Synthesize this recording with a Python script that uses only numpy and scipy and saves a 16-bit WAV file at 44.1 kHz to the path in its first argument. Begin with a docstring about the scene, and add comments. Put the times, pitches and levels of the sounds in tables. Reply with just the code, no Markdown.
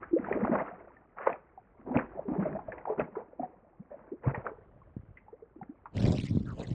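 """A hooked fish thrashes beside a small boat and is lifted out in a landing net, which then drips.
Its body slaps the surface and drags air under: big pockets gulp, crowds of bubbles ring, spray patters
back. The water sounds muffled, heard from inside the waterproof case of a body-worn camera.
Wind rumbles on the case, knocks set it ringing and, at the end, clothing rubs across it."""
import sys
import numpy as np
from scipy import signal
from scipy.fft import rfft, irfft, next_fast_len
from scipy.io import wavfile
from scipy.ndimage import uniform_filter1d

SR = 44100
rng = np.random.default_rng(int(sys.argv[2]) if len(sys.argv) > 2 else 0)


def to_wav(sig):
    """Store sig (one row per channel, or 1-D mono) as 16-bit WAV at the path in sys.argv[1].

    Samples outside -1..1 are clipped; the rate is SR.
    """
    pcm = np.clip(np.atleast_2d(sig), -1, 1) * 32767
    pcm = np.round(pcm).astype(np.int16)
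    wavfile.write(sys.argv[1], SR, pcm.T)  # frames by channels


N = 297214


def from_db(db):
    return 10 ** (np.asarray(db) / 20)


def unit_rms(x):
    return x / np.sqrt(np.mean(x ** 2) + 1e-20)


def decay(t, t60):
    """A tail that falls 60 dB in t60 seconds."""
    return np.exp(-np.log(1000) * t / t60)


def add(track, start_s, sound):
    """Mix a sound into a track."""
    start = int(np.clip(round(start_s * SR), 0, N))
    track[start:start + len(sound)] += sound[:N - start]


def cut(x, hz, kind, order=2):
    """Low-, high- or band-pass."""
    sos = signal.butter(order, np.clip(hz, 10, .45 * SR), kind, fs=SR, output="sos")
    return signal.sosfilt(sos, x + 1e-18 * np.sin(np.arange(len(x))))


def ring(force, hz, t60):
    """A resonator: a unit click sets off a dying sine of height 1."""
    radius, angle = decay(1 / SR, t60), 2 * np.pi * hz / SR
    return signal.lfilter([0, np.sin(angle)], [1, -2 * radius * np.cos(angle), radius ** 2], force + 1e-18)


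def drift(per_s):
    """A modulator that glides between random values of spread 1."""
    knots = rng.standard_normal(4000)
    return np.interp(np.arange(N) / SR * per_s, np.arange(len(knots)), knots)


def levelled(x, window_s):
    """Ride a texture to rms 1 over the window; its fine grain stays."""
    size = max(int(window_s * SR / 2), 2)
    power = uniform_filter1d(uniform_filter1d(x * x, size), size)
    return x / np.sqrt(np.abs(power) + 1e-12)


def noise(spectrum):
    """Noise at rms 1, shaped by an EQ curve and rolled off beyond its ends."""
    hz, db = np.transpose(spectrum)
    size = next_fast_len(N)
    freqs = np.maximum(np.fft.rfftfreq(size, 1 / SR), 1)
    roll_off = np.minimum(freqs / hz[0], 1) ** 2 * np.minimum(hz[-1] / freqs, 1) ** 6
    colour = roll_off * from_db(np.interp(np.log(freqs), np.log(hz), db))
    return unit_rms(irfft(rfft(rng.standard_normal(N), size) * colour, size)[:N])


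def clicks(per_s, spread_db):
    """Random clicks of uneven size and sign."""
    sizes = from_db(spread_db * np.minimum(rng.exponential(1, N), 4)) * rng.choice([-1, 1], N)
    return sizes * (rng.random(N) < per_s / SR)


def gesture(start_s, hold_s, attack_s, release_db_per_s):
    """Envelope of one movement: it reaches 1 at its start, holds, and dies away."""
    t = np.arange(N) / SR - start_s
    attack_db = 20 / np.log(10) * (np.minimum(t, 0) / attack_s) ** 2
    release_db = release_db_per_s * np.maximum(t - hold_s, 0)
    return from_db(-np.minimum(attack_db + release_db, 200))


# The bass-heavy colour of the rush. Each row: frequency in Hz, relative level in dB.
RUSH_EQ = [(25, -0.5), (50, 11), (120, 4.5), (220, -3.5), (500, -16), (1000, -29), (2000, -33), (3000, -36)]
# The wind rising and falling. Each row: time in seconds, relative level in dB.
WIND_LEVELS = [(0, -57.5), (1.1, -66.5), (1.65, -64.5), (2.0, -56.5), (2.7, -56.5), (3.0, -66.5),
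               (4.15, -67.5), (4.45, -56.5), (5.1, -58), (5.4, -67), (6.74, -47.5)]


def wind_and_heave(deep_db):
    """A low rush on the case: wind, and the heave of the water wherever it is churned deeply."""
    times, levels_db = np.transpose(WIND_LEVELS)
    wind = from_db(np.interp(np.arange(N) / SR, times, levels_db) - 3)
    heave = from_db(deep_db - 22.5)
    return np.hypot(wind, heave) * noise(RUSH_EQ)


# The resonances of the case on its mount. Each row: pitch in Hz, gain in dB, 60 dB decay in seconds.
CASE_MODES = [(54.3, -16, 0.29), (127, 6, 0.061), (192, 9.5, 0.028), (268.5, -3.5, 0.03), (402, -40, 0.075),
              (920, -11.5, 0.015)]


def case_body(force):
    """The case answers a force with its modes; slow pushes make no sound."""
    return sum(from_db(db) * cut(ring(force, hz, t60), 0.58 * hz, "high", order=1)
               for hz, db, t60 in CASE_MODES)


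# Knocks on the case. Each row: start in seconds, peak level in dB, hardness as a low-pass cutoff in Hz.
KNOCKS = [(0.442, -36.5, 70), (1.961, -20, 577), (2.395, -32, 300), (2.68, -41.5, 60), (4.273, -20.5, 491),
          (4.313, -34.5, 153), (4.376, -29, 161), (4.758, -51, 117), (4.966, -28, 490), (4.992, -40, 70),
          (5.033, -45, 298), (5.086, -46, 59.5), (5.106, -44.5, 60), (6.042, -16, 347),
          (6.082, -18.5, 1100), (6.106, -17, 405), (6.187, -20.5, 583), (6.239, -24.5, 560),
          (6.31, -21.5, 294), (6.35, -19.5, 345.5), (6.371, -15, 520), (6.599, -33, 800), (6.713, -22, 300)]


def case_knocks():
    """Soft knocks thud in the case; harder ones reach its higher modes."""
    out, tap = np.zeros(N), signal.unit_impulse(SR // 5)
    for start_s, db, hardness_hz in KNOCKS:
        force = cut(tap, hardness_hz, "low")
        knock = cut(case_body(force), 64, "high")
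        add(out, start_s, from_db(db) * knock / np.abs(knock).max())
    return out


def zip_tone(hz, length_s, octaves, waver=0.13):
    """A fibre snaps over the weave; its wavering pitch glides as its speed changes."""
    progress = np.linspace(0, 1, int(length_s * SR))
    wobble = np.interp(progress * length_s * 700, np.arange(100), rng.standard_normal(100))
    pitch = hz * 2 ** (octaves * progress) * (1 + waver * wobble)
    return np.sin(np.pi * progress) * np.sin(2 * np.pi * np.cumsum(pitch) / SR)


# The featured fibre zips. Each row: start in seconds, relative level in dB, starting pitch in Hz,
# length in seconds, glide in octaves (negative falls).
FIBRE_ZIPS = [(5.976, -37, 1520, 0.0085, 1.06), (6.175, -42, 2015, 0.014, 0.26),
              (6.2, -31, 2470, 0.002, 0.69), (6.26, -47.5, 2030, 0.038, 0.2),
              (6.452, -46, 1563, 0.099, -0.48), (6.622, -49.5, 2100, 0.041, -0.25)]


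def fibre_zips(hiss_db, rub_start_s, count=45):
    """Fibres catch on an edge: a few distinct zips, and tiny rising ones that follow the hiss level."""
    out = np.zeros(N)
    for start_s, db, hz, length_s, octaves in FIBRE_ZIPS:
        add(out, start_s, from_db(db - 2.5) * zip_tone(hz, length_s, octaves))
    for when, octaves_up, strength in rng.random((count, 3)):
        start_s = rub_start_s + when * (N / SR - rub_start_s)
        gain = strength * from_db(hiss_db[int(start_s * SR)] + 6)
        add(out, start_s, gain * zip_tone(1700 * 2 ** octaves_up, length_s=0.0071, octaves=0.89))
    return out


# The colour of sliding cloth. Each row: frequency in Hz, relative level in dB.
CLOTH_EQ = [(1000, -9), (1500, 0), (2200, 1), (3200, 4.5), (4700, 2), (6500, -4), (8200, -5.5),
            (10000, -25)]


def cloth_hiss(hiss_db, rub_start_s, patchy_db=4, grain_db=4.96, opening_s=0.11):
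    """Each fold sounds its own part of the treble; the top opens as the cloth gathers speed."""
    cloth, edges_hz = noise(CLOTH_EQ), np.geomspace(1000, 11000, 9)
    folds = sum(cut(cloth, band, "band") * from_db(patchy_db * drift(55))
                for band in zip(edges_hz, edges_hz[1:]))
    bright = from_db(hiss_db + 1) * unit_rms(folds * from_db(grain_db * drift(320)))
    dull = cut(bright, 3640, "low", order=1)
    speed = np.clip((np.arange(N) / SR - rub_start_s) / opening_s, 0, 1)
    return speed * bright + (1 - speed) * dull


# Strokes of cloth over the case. Each row: start in seconds, hold in seconds, relative rumble level
# in dB, then offsets from it in dB for scrape and for hiss.
CLOTH_STROKES = [(5.983, 0.11, -27, -12, -22.5), (6.054, 0.093, -27.5, -7, -28),
                 (6.18, 0.081, -35.5, -30, -17.5), (6.322, 0.082, -28, -28.5, -39),
                 (6.466, 0.07, -35.5, -19, -35), (6.609, 0.0075, -40, 5, -15),
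                 (6.691, 0.057, -35, -14, -28.5)]


def clothing_rub():
    """Cloth sticks and slips on the case: a rumble in its modes, a scrape, a shifting hiss and zips."""
    power = np.full((3, N), 1e-18)
    for start_s, hold_s, db, scrape_offset, hiss_offset in CLOTH_STROKES:
        stroke = gesture(start_s, hold_s, attack_s=0.03, release_db_per_s=326)
        gains = from_db([db, db + scrape_offset, db + hiss_offset])
        power += np.outer(gains, stroke) ** 2
    rumble_db, scrape_db, hiss_db = 10 * np.log10(power)
    slips = cut(clicks(per_s=790, spread_db=7), 290, "low")
    rumble = from_db(rumble_db - 2) * levelled(cut(case_body(slips), 45, "high"), window_s=0.033)
    grit = cut(clicks(per_s=830, spread_db=2.5), [290, 620], "band")
    scrape = from_db(scrape_db - 4) * levelled(cut(grit, 1200, "low"), window_s=0.19)
    rub_start_s = CLOTH_STROKES[0][0]
    return rumble + scrape + cloth_hiss(hiss_db, rub_start_s) + fibre_zips(hiss_db, rub_start_s)


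def boat_echo(x, echo_db=-17, t60=0.29, predelay_s=0.006):
    """Hull, deck and waves scatter a short, thin tail."""
    t = np.arange(SR // 3) / SR
    tail = cut(rng.standard_normal(len(t)), 200, "high") * decay(t, t60) * (t > predelay_s)
    return from_db(echo_db) * signal.fftconvolve(x, tail / np.linalg.norm(tail))[:N]


def bubble(hz, swell_s, t60, octaves_per_s, settle_s=0.022):
    """A pocket of air swells into ringing and dies; its pitch bends briefly, up as it nears the surface."""
    t = np.arange(-int(swell_s * SR), int(t60 * SR)) / SR
    attack = np.sin(np.pi / 2 * np.minimum(1 + t / swell_s, 1)) ** 2
    pitch = hz * 2 ** (octaves_per_s * settle_s * np.tanh(t / settle_s))
    return attack * decay(np.maximum(t, 0), t60) * np.sin(2 * np.pi * np.cumsum(pitch) / SR)


def bubble_cloud(db, low_hz, high_hz, per_s, spread_db, tilt_db_per_octave, ring_cycles=22, sizes=22):
    """Bubbles of many sizes pinch off at random; louder water holds more of them."""
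    crowding = from_db(0.13 * (db - db.max()))
    births = clicks(per_s * crowding, spread_db)
    size_of = rng.integers(0, sizes, N)
    cloud = np.zeros(N)
    for size, hz in enumerate(np.geomspace(low_hz, high_hz, sizes)):
        gain = from_db(tilt_db_per_octave * np.log2(hz / low_hz))
        cloud += gain * ring(births * (size_of == size), hz, ring_cycles / hz)
    return from_db(db) * levelled(cut(cloud, 0.87 * low_hz, "high"), window_s=0.07)


def gurgle(db, low_hz, high_hz, per_s, ring_cycles, octaves_per_s, spread_db):
    """A few bubbles ring longer than the crowd and chirp upward."""
    out, draws = np.zeros(N), rng.random((600, 3))
    times = np.cumsum(-np.log(1 - draws[:, 0])) / per_s
    for start_s, (_, height, strength) in zip(times[times < N / SR], draws):
        hz = low_hz * (high_hz / low_hz) ** height
        gain = from_db(db[int(start_s * SR)] + spread_db * strength)
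        add(out, start_s, gain * bubble(hz, 2 / hz, ring_cycles / hz, octaves_per_s))
    return out


CALM_DEEP_DB, CALM_SPLASH_DB, CALM_SPRAY_DB = -68, -70, -72  # ripples between splashes


def churn(deep_db, splash_db, spray_db, clump_db=5, fully_lumpy_db=20.5):
    """Three sizes of air in the water: deep pockets, splash bubbles, fine ones under falling spray."""
    lumpiness = np.clip((spray_db - CALM_SPRAY_DB) / fully_lumpy_db, .35, 1)
    lumps_db = clump_db * lumpiness * drift(70)  # thrown water comes down in separate lumps
    deep = bubble_cloud(deep_db - 1.5, 145, 400, per_s=420, spread_db=6, tilt_db_per_octave=8)
    splash = bubble_cloud(splash_db - 0.5 + lumps_db / 2, 394, 968,
                          per_s=850, spread_db=1, tilt_db_per_octave=0)
    spray = bubble_cloud(spray_db - 4 + lumps_db, 1022, 3100,
                         per_s=1600, spread_db=-2, tilt_db_per_octave=-8.5)
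    plops = gurgle(splash_db - 0.5, 400, 950, per_s=24, ring_cycles=34, octaves_per_s=15, spread_db=14.5)
    plinks = gurgle(spray_db - 0.5, 1000, 2200, per_s=25, ring_cycles=60, octaves_per_s=14, spread_db=3.5)
    return deep + splash + spray + plops + plinks


# Single big bubbles and drips. Each row: time of full swing in seconds, relative level in dB, pitch
# in Hz, 60 dB decay in seconds, steepest bend in octaves per second (negative falls).
BIG_BUBBLES = [(.116, -36, 340, 0.15, -3.5), (0.136, -17, 336.4, 0.12, -3), (.167, -16, 476, 0.045, 32),
               (.2, -25.5, 253, 0.035, 33.5), (.288, -29.5, 727, 0.015, 14), (.315, -19.5, 424, 0.036, -21),
               (0.358, -25.5, 262, 0.11, 44), (.374, -28, 538, 0.043, 28), (0.417, -25, 500, 0.032, 14),
               (.435, -22.5, 209, 0.11, 17), (.499, -20, 318, .02, 21), (0.52, -20, 228, .055, 7.5),
               (.536, -27, 619, 0.16, 11.5), (.615, -27, 622, 0.072, 9.5), (.715, -41.5, 672, 0.15, 7.5),
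               (.875, -43.5, 650, 0.012, 8), (0.968, -51, 1840, 0.052, -5), (1.275, -15, 528, 0.017, 11),
               (1.3, -26.5, 726, 0.07, -7), (1.578, -41, 792, 0.064, -9.5), (1.877, -35.5, 358, .054, 6),
               (1.912, -29.5, 240, 0.12, 6), (1.948, -27, 578, 0.065, 16), (1.961, -19.5, 262, 0.12, -8.5),
               (2.157, -41, 355, 0.11, 25), (2.195, -25, 576, .028, -8.5), (2.258, -35, 420, 0.15, -7.5),
               (2.291, -27, 261, 0.16, 21), (2.321, -22, 272, 0.018, 38), (2.392, -23, 183.4, 0.12, -5.5),
               (2.412, -24, 204, 0.11, -8.5), (2.457, -23.5, 639, 0.082, -6.5),
               (2.554, -24.5, 638, 0.04, -21.5), (2.687, -28, 627, 0.03, 16), (2.875, -27, 706, 0.078, 33),
               (2.903, -21.5, 437, 0.1, -2.5), (2.997, -20.5, 410, 0.017, 46), (3.171, -27, 403, 0.058, 16),
               (3.334, -42.5, 527, 0.029, 3), (3.398, -28, 670, 0.04, 19), (3.406, -33, 262.6, 0.084, -2),
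               (3.434, -26.5, 746, 0.077, -1.5), (3.807, -36, 188, 0.053, 31.5),
               (3.918, -38, 570, 0.11, 5.5), (3.944, -34, 594, .052, -8), (4.122, -30, 352, 0.054, 40),
               (4.138, -37, 272, 0.079, 34), (4.28, -17.5, 127, 0.1, 5), (4.818, -52, 1106, 0.051, -9),
               (5.284, -42, 833, .04, 12), (5.332, -39.5, 422, 0.072, 24.5),
               (5.427, -41.5, 437, 0.083, 6.5), (5.567, -41.5, 310, 0.043, 6.5),
               (5.615, -35.5, 808, 0.051, -10), (5.628, -38.5, 192, .04, 41),
               (5.699, -34.5, 266, 0.065, 20.5)]


def gulps(swell_cycles=2.61, flutter_db=2.1, flutter_per_s=260):
    """Each big bubble sounds its own note, which flutters as the surface shakes."""
    out = np.zeros(N)
    for peak_s, db, hz, t60, octaves_per_s in BIG_BUBBLES:
        swell_s = swell_cycles / hz
        add(out, peak_s - swell_s, from_db(db + 0.28) * bubble(hz, swell_s, t60, octaves_per_s))
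    return out * from_db(flutter_db * drift(flutter_per_s))


# Fins, tail and falling water hitting the surface. Each row: start in seconds, peak level in dB,
# pitch in Hz, 60 dB decay of the burst in seconds.
SURFACE_SLAPS = [(0.029, -33, 1287, 0.079), (0.243, -31.5, 1277, 0.058), (.312, -27, 597, 0.039),
                 (0.325, -22.5, 1865, 0.02), (.448, -21, 780, 0.018), (.55, -23, 1071, 0.07),
                 (1.184, -29.5, 1340, 0.026), (1.269, -16.5, 893, 0.02), (1.328, -28.5, 1960, 0.014),
                 (1.964, -20, 822, 0.015), (1.971, -19.5, 2480, 0.0073), (1.996, -26.5, 1435, 0.012),
                 (2.426, -31.5, 1280, 0.089), (2.588, -32, 817, 0.12), (2.78, -41, 1950, .044),
                 (2.719, -32.5, 1720, 0.065), (2.853, -27, 870, 0.025), (2.995, -20.5, 600, 0.084),
                 (2.995, -27.5, 2556, 0.035), (3.002, -28.5, 1388, 0.074), (3.153, -35, 986, 0.11),
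                 (4.345, -31, 1870, 0.11), (4.465, -23.5, 1150, 0.04), (5.17, -43, 2026, 0.091),
                 (5.629, -44, 1430, 0.035), (5.856, -33.5, 953, 0.059)]


def slaps(shatter=0.35, ring_share=0.43, entry_s=0.0022):
    """A hit gives one heavily damped ring and a short burst as the sheet of water breaks."""
    out, t = np.zeros(N), np.arange(SR // 10) / SR
    attack = np.minimum(t / entry_s, 1)  # the contact area grows, which rounds the attack
    for start_s, db, hz, t60 in SURFACE_SLAPS:
        band = cut(rng.standard_normal(len(t)), [hz * 0.85, hz * 1.324], "band")
        burst = unit_rms(band) * decay(t, t60)
        tone = ring(t == 0, hz, t60 * ring_share)
        hit = cut(attack * (tone + shatter * burst), hz * 0.29, "high")
        add(out, start_s, from_db(db) * hit / np.abs(hit).max())
    return out


# The fish or the net churning the water. Each row: start in seconds, hold in seconds, relative splash
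# level in dB, then offsets from it in dB for deep air, for spray and for the patter falling back.
FISH_THRASHES = [(0.028, 0.017, -55.5, 4.5, 5.5, -7.5), (0.19, 0.12, -47.5, 4.5, -0.5, -19),
                 (0.333, 0.14, -39.5, 3, -2, -18), (0.528, 0.032, -31, -3.5, -8.5, -21),
                 (0.577, 0.044, -44, 2, 2.5, -7), (1.191, 0.032, -47, -13.5, 5, -16.5),
                 (1.27, 0.025, -37.5, -20.5, 0.5, -27.5), (1.303, 0.021, -47.5, -0.5, -16, -29),
                 (1.8, 0.018, -62.5, 7, 2, -5.5), (1.88, 0.091, -43.5, 3, -23.5, -19),
                 (1.969, 0.029, -37.5, 3.5, -0.5, -14), (2.164, 0.054, -49.5, -2.5, -26, -21.5),
                 (2.293, 0.092, -43, 7, -10.5, -16), (2.422, 0.14, -44.5, 6, -4.5, -11.5),
                 (2.695, 0.12, -50, -6, -7.5, -8), (2.888, 0.038, -37, -20, -21, -16),
                 (2.995, 0.023, -42.5, 8, -5, -13.5), (3.172, 0.028, -46, -17, -13.5, -11.5),
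                 (3.41, 0.029, -47.5, 2, -11, -12), (3.915, 0.18, -58, -2, -6, -18),
                 (4.253, 0.13, -42, -8, -4, -15.5), (4.467, 0.0058, -38.5, -13, -11, -19),
                 (5.593, 0.031, -68, 12, -13, -21)]


def thrash_levels(build_s=0.02):
    """Deep air, splash and spray envelopes in dB: each thrash builds, collapses and leaves a patter."""
    calm = from_db([CALM_DEEP_DB, CALM_SPLASH_DB, CALM_SPRAY_DB])
    power = np.outer(calm, np.ones(N)) ** 2
    for start_s, hold_s, db, deep_offset, spray_offset, patter_offset in FISH_THRASHES:
        burst = gesture(start_s, hold_s, build_s, release_db_per_s=290.5)
        patter = from_db(patter_offset) * gesture(start_s, hold_s, build_s, release_db_per_s=51)
        gains = from_db([db + deep_offset, db, db + spray_offset])
        power += np.outer(gains, np.maximum(burst, patter)) ** 2
    return 10 * np.log10(power)


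def scene(case_cutoff_hz=2408):
    """Airborne sound loses its treble in the sealed case; contact sound comes straight through."""
    deep_db, splash_db, spray_db = thrash_levels()
    water = churn(deep_db, splash_db, spray_db) + gulps() + slaps()
    muffled = cut(water + boat_echo(water), case_cutoff_hz, "low", order=8)
    noise_floor = from_db(-101) * rng.standard_normal((2, N))
    return muffled + wind_and_heave(deep_db) + case_knocks() + clothing_rub() + noise_floor


def record(dry, stopband_hz=11000):
    """A steep low-pass takes the very top off the mix."""
    return signal.sosfilt(signal.cheby2(12, 50, stopband_hz, fs=SR, output="sos"), dry)


dry = scene()
out = record(dry)
to_wav(out)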